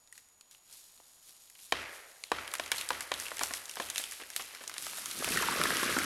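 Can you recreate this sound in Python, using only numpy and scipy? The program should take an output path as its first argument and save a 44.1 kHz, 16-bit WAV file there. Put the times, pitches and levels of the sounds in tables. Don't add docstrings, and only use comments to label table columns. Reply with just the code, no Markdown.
import sys
import numpy as np
from scipy import signal
from scipy.fft import rfft, irfft
from scipy.io import wavfile
from scipy.ndimage import uniform_filter1d

SR = 44100
rng = np.random.default_rng(int(sys.argv[2]) if len(sys.argv) > 2 else 0)


def pcm_store(signal):
    levels = np.round(np.clip(np.atleast_2d(signal), -1, 1) * 32767)
    wavfile.write(sys.argv[1], SR, levels.astype(np.int16).T)


def field_ratio(decibels):
    return 10 ** (np.asarray(decibels, dtype=float) / 20)


N = 267201
BURST_N = 2000
BURST_MS = np.arange(BURST_N) * 1000 / SR


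def unit(x):
    return x / np.sqrt(np.mean(x ** 2) + 1e-20)


def level_curve(table):
    s, db = np.transpose(table)
    return np.interp(np.arange(N) / SR, s, db)


def colour(x, spectrum):
    hz, db = np.transpose(spectrum)
    grid_hz = np.arange(2049) * SR / 4096 + 1
    log_gain = np.interp(np.log(grid_hz), np.log(hz), db) * np.log(10) / 20
    cepstrum = irfft(log_gain)
    cepstrum[1:2048] *= 2
    cepstrum[2049:] = 0
    return signal.fftconvolve(x, irfft(np.exp(rfft(cepstrum))))[:len(x)]


def ring(x, hz, width_hz):
    r = np.exp(-np.pi * width_hz / SR)
    return signal.lfilter([1, 0, -r], [1, -2 * r * np.cos(2 * np.pi * hz / SR), r * r], x)


def walk(rate_hz):
    hold = int(SR / rate_hz)
    steps = np.repeat(rng.standard_normal(N // hold + 1), hold)
    return unit(uniform_filter1d(uniform_filter1d(steps, hold), hold)[:N])


def grains(rate_hz, spread_db, smear_ms):
    chance, size, noise = rng.random(N), rng.exponential(size=N), rng.standard_normal(N)
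    hits = (chance < rate_hz / SR) * field_ratio(spread_db * np.minimum(size, 4))
    fade = np.exp(-1000 / (max(smear_ms, .05) * SR))
    return unit(noise * np.sqrt(signal.lfilter([1], [1, -fade], hits ** 2)))


def swells(table, rise_share):
    t = np.arange(N) / SR
    power = 0
    for s, db, fade_s in table:
        away_s = np.where(t > s, t - s, (s - t) / rise_share)
        power = power + field_ratio(2 * db - 20 * away_s / fade_s)
    return power


def blows(table, push_ms, width_hz, gain_db):
    out = np.zeros(N + BURST_N)
    for s, db, hz in table:
        push = rng.standard_normal(BURST_N) * BURST_MS * np.exp(-BURST_MS / push_ms)
        knock = ring(ring(push, hz, width_hz), hz, 2 * width_hz)
        at = int(s * SR)
        out[at:at + BURST_N] += field_ratio(db + gain_db) * knock / np.abs(knock).max()
    return out[:N]


# (time [s], wood ring [dB],
# pitch [Hz], thud [dB], tear [ms])
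SPLITS = [(1.001, -63, 900, -63, 2.1), (1.7225, -21, 1700, -29, 2.3), (2.317, -23.5, 1150, -32, 2.7),
          (2.385, -39, 1600, -70, 4.7), (2.597, -30.5, 1400, -37, 2.8), (2.9045, -26.5, 1080, -36, 3.6),
          (3.117, -27.5, 1450, -34.5, 3.6), (3.255, -43.5, 2500, -60, 6.3), (3.265, -40, 2760, -70, 4),
          (3.316, -38, 950, -43, 6.3), (3.411, -30.5, 1170, -37.5, 8.5), (3.508, -38.5, 1050, -45, 3.9),
          (3.769, -39.5, 1150, -46.5, 6.7), (3.799, -32.5, 1500, -35, 5), (3.811, -54, 930, -52, 3.2),
          (3.997, -44, 1700, -48.5, 3.5), (4.2, -47, 1610, -54, 10), (4.219, -47, 2800, -52, 3),
          (4.395, -40, 1240, -48, 11), (4.609, -47.5, 1500, -49.5, 12), (4.765, -45, 1650, -70, 1.9)]
# (time [s], wood ring [dB], pitch [Hz], thud [dB], tear [ms])
LIMB_BREAKS = [(4.866, -43, 1390, -51, 2.3), (4.983, -45, 1600, -51, 2.1), (5.224, -44, 1150, -62, .8),
               (5.278, -50, 2610, -40.5, 1.2), (5.484, -29.5, 950, -46, 5.3), (5.602, -43, 3190, -46, 1.9),
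               (5.654, -32.5, 1120, -44, 1.3), (5.705, -37, 1520, -41, 1.2), (5.831, -34, 1100, -40.5, 4),
               (5.966, -36, 1390, -39, 3.1)]
# (time [s], splinter [dB], wood ring [dB], pitch [Hz], tear [ms])
SNAPS = [(2.238, -42, -39, 4100, .9), (2.317, -44, -50, 3000, 2.7), (2.538, -33.5, -35, 1400, 4.9),
         (2.552, -39, -39, 1900, 3.5), (2.717, -26.5, -23.5, 1940, 4.2), (2.781, -38, -35, 4100, 12),
         (2.811, -36, -36, 3430, 5.7), (2.889, -33.5, -41, 4220, 3), (3.007, -35, -39, 1900, 5.8),
         (3.139, -38, -37.5, 3750, 5.5), (3.199, -35.5, -44, 1790, 6), (3.393, -35.5, -38, 1900, 1.4),
         (3.434, -27, -35, 1400, 3.2), (3.537, -33.5, -37.5, 1700, 2.7), (3.9, -33, -40.5, 3620, 8.7),
         (3.959, -38, -35.5, 2940, 3.1), (3.98, -29, -31.5, 3800, 2.1), (4.039, -40, -37, 3300, 3.5),
         (4.363, -28, -33, 3500, 1.5), (4.677, -36.5, -52, 2330, 7.4), (4.696, -41.5, -45, 1430, 1.8),
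         (4.781, -36.5, -40.5, 3600, 1.7)]
# (time [s], splinter [dB], wood ring [dB], pitch [Hz])
TICKS = [(2.301, -58, -80, 4130), (2.477, -44.5, -43, 2830), (2.515, -48, -47, 3800),
         (2.637, -54, -45.5, 3900), (2.661, -44.5, -45, 2300), (3.306, -48, -47, 2380),
         (3.369, -40.5, -45, 1770), (3.471, -42, -55, 1720), (3.549, -44, -66, 3450),
         (3.571, -46, -44, 3400), (3.656, -43, -59, 3190), (3.695, -40, -44, 2830), (3.712, -42, -48, 3960),
         (3.756, -42, -50, 1620), (3.283, -44, -43, 2200), (3.971, -44, -45, 2450),
         (4.112, -42.5, -57, 3400), (4.121, -42, -46, 1500), (4.302, -41.5, -48, 1600),
         (4.422, -43, -57, 2110), (4.549, -47, -48.5, 2000), (4.638, -49, -49, 1220),
         (4.74, -43.5, -46, 2850), (2.76, -44, -46, 3300), (2.678, -50, -47, 2300), (2.584, -46, -50, 3000),
         (3.382, -44, -44, 3300), (3.46, -47, -48, 3000), (3.68, -52, -52, 1500), (3.737, -50, -52, 3000),
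         (3.887, -48, -47, 3300), (3.822, -46, -45, 3700), (3.949, -45, -48, 3000), (4.135, -50, -50, 3200),
         (4.235, -52, -49, 2000), (4.335, -52, -52, 3000), (4.41, -50, -47, 2500), (2.946, -50, -44, 1900)]
# (time [s], splinter [dB], wood ring [dB], pitch [Hz], tear [ms])
BRANCH_BREAKS = [(4.824, -40.5, -64, 3490, .8), (4.866, -43, -50, 3000, 2.3), (5.058, -36, -43, 2900, 4.7),
                 (5.111, -41, -39, 3960, 8.4), (5.189, -39.5, -53, 2450, 3),
                 (5.245, -30.5, -31.5, 2610, 1.2), (5.288, -34.5, -45, 1420, 7.5),
                 (5.32, -41, -32, 2420, 5), (5.373, -33.5, -27, 1800, 2.6), (5.422, -36, -30, 1050, 14),
                 (5.524, -39, -35, 1140, 6.4), (5.614, -36, -27, 1500, 2.7), (5.637, -28, -30, 3800, 1.1),
                 (5.719, -52, -35, 1380, 3.9), (5.769, -34, -34, 2870, 2.2), (5.831, -35, -45, 3000, 4),
                 (5.987, -33, -34, 1820, 2.1)]
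# (time [s], splinter [dB], wood ring [dB], pitch [Hz], tear [ms])
TWIGS = [(0.074, -61, -65, 3700, 6.5), (0.126, -48, -64, 1890, 1.2), (0.154, -66, -60, 4200, 3.3),
         (0.178, -50.5, -55.5, 2060, 7.4), (0.287, -61, -77, 3730, 3), (0.41, -54, -56, 4300, 2.5),
         (0.511, -53.5, -61, 3510, 13.5), (0.548, -66, -57, 2600, 1.7), (0.727, -51, -69, 4200, 3.7),
         (0.976, -61, -63, 4030, 2.5), (1.499, -51.5, -62, 1940, 3.9), (1.552, -63, -57, 3000, 5),
         (1.589, -61, -58, 3060, 8)]


def fractures():
    strands = [(*tick, 3.5) for tick in TICKS]
    thick = [(s, thud, wood, hz, wood - 22, ms) for s, wood, hz, thud, ms in SPLITS + LIMB_BREAKS]
    thin = [(s, wood - 22, wood, hz, splinter, ms)
            for s, splinter, wood, hz, ms in TWIGS + SNAPS + BRANCH_BREAKS + strands]
    return thick + thin


# (frequency [Hz], width [Hz], level [dB])
STUMP = [(560, 170, -9), (1070, 150, 0), (1380, 190, -7), (1750, 150, -1), (2300, 180, -2), (3050, 320, 3),
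         (3750, 180, -3)]


def stump(x, hz, reach_oct):
    out = 0
    for mode_hz, width_hz, db in STUMP:
        distance = np.log2(mode_hz / hz) / reach_oct
        out = out + field_ratio(db - 6 * min(distance ** 2, 3)) * unit(ring(x, mode_hz, width_hz))
    return out


# (time [s], centre [Hz], reach [octaves])
RINGING = [(1.7225, 1900, 2.2), (2.317, 1050, .75), (2.597, 2200, 1.5), (2.717, 2250, .75),
           (2.9045, 1090, .35), (3.117, 1500, 1.2), (3.316, 1100, .6), (3.411, 1400, .7), (3.508, 1200, .7),
           (3.799, 1400, .9)]


def wood_ring(s, hz, first, middle):
    wood = unit(ring(middle, hz, 660)) + 0.87 * unit(ring(first, 2300 + 1400 * rng.random(), 2700))
    wood = unit(signal.sosfilt(signal.butter(2, [700, 4000], "band", fs=SR, output="sos"), wood))
    for split_s, centre_hz, reach_oct in RINGING:
        if abs(split_s - s) < .005:
            wood = .25 * wood + .75 * unit(stump(middle, centre_hz, reach_oct))
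    if s > 5.0 and hz < 2000:
        wood = unit(.6 * wood + unit(ring(ring(middle, hz, 350), hz, 700)))
    return wood


def cracks():
    near, sent = np.zeros(N + 4000), np.zeros(N + 4000)
    ms = BURST_MS
    click = np.eye(1, BURST_N)[0]
    sharp = signal.butter(2, 3800.5, "high", fs=SR, output="sos")
    deep = unit(ring(click, 90, 85))
    scale = np.sqrt(441 / BURST_N)
    for s, thud_db, wood_db, hz, splinter_db, tear_ms in fractures():
        noise, size = rng.standard_normal((3, BURST_N)), rng.exponential(size=BURST_N)
        tear = np.clip(tear_ms, .8, 14)
        snaps = noise * size ** 0.56 * (1 - np.exp(-ms / 0.2))
        first, middle, last = (run / (1 + (ms / (share * tear)) ** 1.7)
                               for run, share in zip(snaps, (.45, .65, .85)))
        wood = wood_ring(s, hz, first, middle)
        thud = unit(ring(ring(last, 500 + 90 * rng.random(), 320), 520, 600))
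        low_thud = unit(ring(ring(last, 310, 240), 310, 340))
        spray = ring(first * np.exp(-ms / (.5 * tear)), 4700 + 3300 * rng.random(), 8000)
        chips = noise[2] * np.exp(-ms / 13)
        splinter = unit(signal.sosfilt(sharp, spray)) + 0.5 * unit(signal.sosfilt(sharp, chips))
        boom = field_ratio(thud_db - 25.5) * deep
        crack = field_ratio(thud_db - 13) * low_thud + field_ratio(thud_db - 1.2) * thud
        crack = crack + field_ratio(wood_db) * wood + field_ratio(splinter_db) * splinter
        broad = field_ratio(thud_db + .1) * unit(ring(click, 480, 500))
        broad = broad + field_ratio(wood_db) * unit(ring(click, .65 * hz + 550, 1500))
        broad = broad + field_ratio(splinter_db + 0.3) * unit(signal.sosfilt(sharp, click))
        at = int(s * SR)
        near[at:at + BURST_N] += (crack + boom) * scale
        sent[at:at + BURST_N] += (broad + boom) * scale
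    lag = int(.0131 * SR)
    near[lag:] += field_ratio(-22) * near[:-lag]
    return near[:N], sent[:N]


# (peak time [s], level [dB], fade [s per 10 dB])
FRAY = [(2.38, -50, .2), (2.61, -44, .03), (2.74, -42, .07), (2.93, -37, .05), (3.14, -48, .3),
        (3.41, -41, .11), (3.77, -40.5, .1), (3.98, -44, .12), (4.2, -48, .2), (4.38, -46, .2),
        (4.58, -46, .5), (4.93, -47, .08), (4.7, -48, .03), (4.86, -44, .04)]
# (frequency [Hz], density [dB per Hz])
THICK = [(100, -21), (400, 0.5), (1200, 4), (3000, 6), (6000, -1), (12000, -39)]


def fray():
    pops = unit(colour(grains(420, 3.3, 0.7), THICK))
    return field_ratio(-5.5) * np.sqrt(swells(FRAY, rise_share=.2)) * pops


# (time [s], level [dB])
CRASH = [
    (4.8, -55),
    (5.08, -51),
    (5.18, -50.5),
    (5.24, -39),
    (5.3, -42),
    (5.36, -36.5),
    (5.51, -37.5),
    (5.59, -36),
    (6.06, -37.5),
]
# (frequency [Hz], density [dB per Hz])
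BRANCH = [(600, -15), (880, -14), (1100, -.5), (1600, 1), (2000, -2), (3300, -4.5), (6000, -9.5),
          (12000, -43)]
# (frequency [Hz], density [dB per Hz])
LIMB = [(25, -27), (55, -8), (110, -6), (175, 3), (370, -2.5), (600, -5), (900, -17), (1500, -44.5)]


def crash():
    branch_db = level_curve([(CRASH[0][0] - .2, -90)] + list(CRASH))
    lead_s = .04
    limb_db = np.interp(np.arange(N) + lead_s * SR, np.arange(N), branch_db) * 1.3 + 1.5
    rattle = 0
    for hz in 800 * 1.5 ** np.arange(6):
        band = signal.butter(2, [hz / 1.25, hz * 1.25], "band", fs=SR, output="sos")
        rattle = rattle + signal.sosfilt(band, grains(300, 3.1, 2.4))
    branch = unit(colour(rattle, BRANCH))
    limb = unit(colour(grains(200, 2.6, 5.5), LIMB))
    return field_ratio(branch_db) * branch + field_ratio(limb_db) * limb


# (time [s], peak [dB], pitch [Hz])
KNOCKS = [(5.0357, -42, 1260), (5.0582, -37, 1310), (5.1001, -40, 1270), (5.1161, -39, 2160),
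          (5.1919, -41, 2270), (5.2243, -30, 1250), (5.2433, -27, 1180), (5.2767, -31, 1300),
          (5.3206, -27, 2300), (5.3595, -22, 1590), (5.374, -19, 1530), (5.3994, -25, 1620),
          (5.4279, -26, 2300), (5.4279, -24, 1590), (5.4857, -22, 1100), (5.5082, -28, 1610),
          (5.5221, -25, 1120), (5.5526, -27, 1400), (5.57, -29, 1180), (5.6139, -20, 1610),
          (5.6374, -22, 1330), (5.6543, -21, 1670), (5.7027, -22, 1630), (5.7187, -21, 1420),
          (5.7536, -27, 1790), (5.7955, -28, 1460), (5.8304, -27, 1610), (5.8589, -26, 1730),
          (5.8948, -24, 1550), (5.9252, -24, 1860), (5.9517, -27, 1360), (5.9671, -22, 1420),
          (5.9871, -23, 1800), (6.0165, -29, 2290), (6.033, -26, 1300)]


def knocks():
    return blows(KNOCKS, push_ms=.9, width_hz=330, gain_db=-2.5)


# (time [s], peak [dB], pitch [Hz])
THUMPS = [(5.079, -52, 234), (5.121, -47, 291), (5.159, -50, 172), (5.199, -37, 307), (5.22, -33, 482),
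          (5.272, -31, 433), (5.289, -39, 223), (5.306, -30, 175), (5.359, -31, 385), (5.41, -30, 396),
          (5.439, -33, 439), (5.463, -35, 393), (5.507, -34, 353), (5.557, -30, 428), (5.574, -31, 471),
          (5.598, -27, 358), (5.639, -29, 345), (5.652, -26, 336), (5.687, -29, 264), (5.719, -32, 450),
          (5.757, -31, 301), (5.828, -26, 358), (5.854, -33, 234), (5.892, -29, 444), (5.924, -31, 191),
          (5.965, -22, 256), (5.977, -24, 320), (6.009, -34, 460), (6.049, -33, 323)]


def thumps():
    return blows(THUMPS, push_ms=1.6, width_hz=190, gain_db=-2.5)


# (time [s], peak [dB], pitch [Hz])
LURCHES = [
    (5.261, -58, 140),
    (5.265, -40, 94.2),
    (5.575, -51, 64.6),
]


def lurches():
    return blows(LURCHES, push_ms=4, width_hz=70, gain_db=-3)


# (time [s], peak [dB], pitch [Hz])
TAPS = [
    (.125, -45, 1900),
    (.177, -52, 2000),
]


def taps():
    return blows(TAPS, push_ms=.6, width_hz=180, gain_db=-1)


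# (frequency [Hz], t60 [s], level [dB])
FOREST = [(73.7, 0.43, 5), (285, 0.59, -2), (476, 1.3, -6), (700, 1.7, -5), (1100, 1.12, -3),
          (1580, 1.07, -2.5), (2300, 1.08, -2.5), (3340, 0.52, -4), (4800, 0.8, -5), (7440, 0.76, -9)]


def forest(x):
    t = np.arange(int(1.5 * SR)) / SR
    trunks = rng.exponential(size=len(t) // 64 + 1).repeat(64)[:len(t)] ** .25
    build = np.clip((t - .008) / 0.034, 0, 1) ** 0.36
    echo = 0
    for hz, t60_s, db in FOREST:
        edges = signal.butter(2, [hz / 1.35, hz * 1.35], "band", fs=SR, output="sos")
        band = signal.sosfilt(edges, trunks * rng.standard_normal(len(t)))
        fading = band * build * field_ratio(-60 * t / t60_s)
        echo = echo + field_ratio(db) * fading / np.sqrt(np.sum(fading ** 2)) * np.sqrt(hz / SR * 2)
    return signal.fftconvolve(x, echo)[:N]


# (time [s], level [dB])
RUSTLE = [(0, -71), (.63, -71), (.8, -63), (1.18, -64), (1.54, -65), (2.05, -61), (2.5, -59.5),
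          (3.1, -57.5), (3.7, -56.5), (4.6, -57), (4.76, -55), (4.83, -48), (5.05, -45.5), (5.3, -42.5),
          (6.06, -41)]
# (peak time [s], level [dB], fade [s per 10 dB])
SHOWERS = [(.16, -61, .07), (.525, -59, .05), (.73, -55, .15), (1.29, -58, .2), (1.42, -61, .05),
           (1.61, -55.5, .15), (1.79, -56, .12), (1.95, -56, .12), (2.37, -56, .15), (2.55, -53, .2),
           (2.77, -42.5, .09), (2.92, -51, .12), (3.025, -48, .04), (3.21, -44.5, .14), (3.43, -42, .09),
           (3.56, -46, .08), (3.81, -47.5, .15), (3.99, -42, .09), (4.13, -50, .08), (4.38, -49, .13),
           (4.83, -47, .1), (5.28, -42, .1)]
# (frequency [Hz], density [dB per Hz])
NEEDLES = [(300, -13), (1000, -40), (2500, -6), (4000, 1), (7000, 1), (10500, 3.5), (13000, 6),
           (16500, -6.5)]


def rustle():
    stir = np.sqrt(field_ratio(2 * level_curve(RUSTLE)) + swells(SHOWERS, rise_share=.36))
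    fine = unit(colour(grains(2500, 2.2, .45), NEEDLES)) * field_ratio(.9 * walk(40))
    coarse = unit(colour(grains(900, 3.1, 3.6), THICK))
    return field_ratio(5.08) * stir * (fine + 0.17 * coarse)


# (frequency [Hz], density [dB per Hz])
AIR = [(25, -2), (100, -5), (300, -8.5), (1000, -3), (2000, -10.5), (5000, -31.5), (10000, -13),
       (16000, -14.5)]


def air():
    return field_ratio(-71.5 + 0.55 * walk(3.8)) * unit(colour(rng.standard_normal(N), AIR))


def scene():
    near, sent = cracks()
    small = fray() + crash() + thumps() + knocks()
    echo = forest(field_ratio(-10.0) * sent + field_ratio(-6.5) * small)
    return (near + small + taps() + lurches() + echo + rustle() + air())[None]


def roll_off(x):
    return signal.sosfilt(signal.butter(12, 16670, fs=SR, output="sos"), x)


# (frequency [Hz], gain [dB])
MIC = [(20, 1), (60, 0.5), (120, 1.5), (175, 0), (240, 1.5), (11500, -2), (12500, -7), (13200, -21.5),
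       (13700, -18), (14050, -21), (15300, -17), (16000, -19), (16600, -40)]


def record(dry):
    whine_hz, peak_limit = 6828.5, .165
    whine = field_ratio(-66) * np.sin(2 * np.pi * whine_hz * np.arange(N) / SR)
    heard = colour(dry[0], MIC) + whine
    soft = heard / (1 + np.abs(heard / peak_limit) ** 4) ** .25
    soft = signal.sosfilt(signal.ellip(8, .2, 60, 16100, fs=SR, output="sos"), soft)
    return roll_off(soft[None])


dry = scene()
out = record(dry)
pcm_store(out)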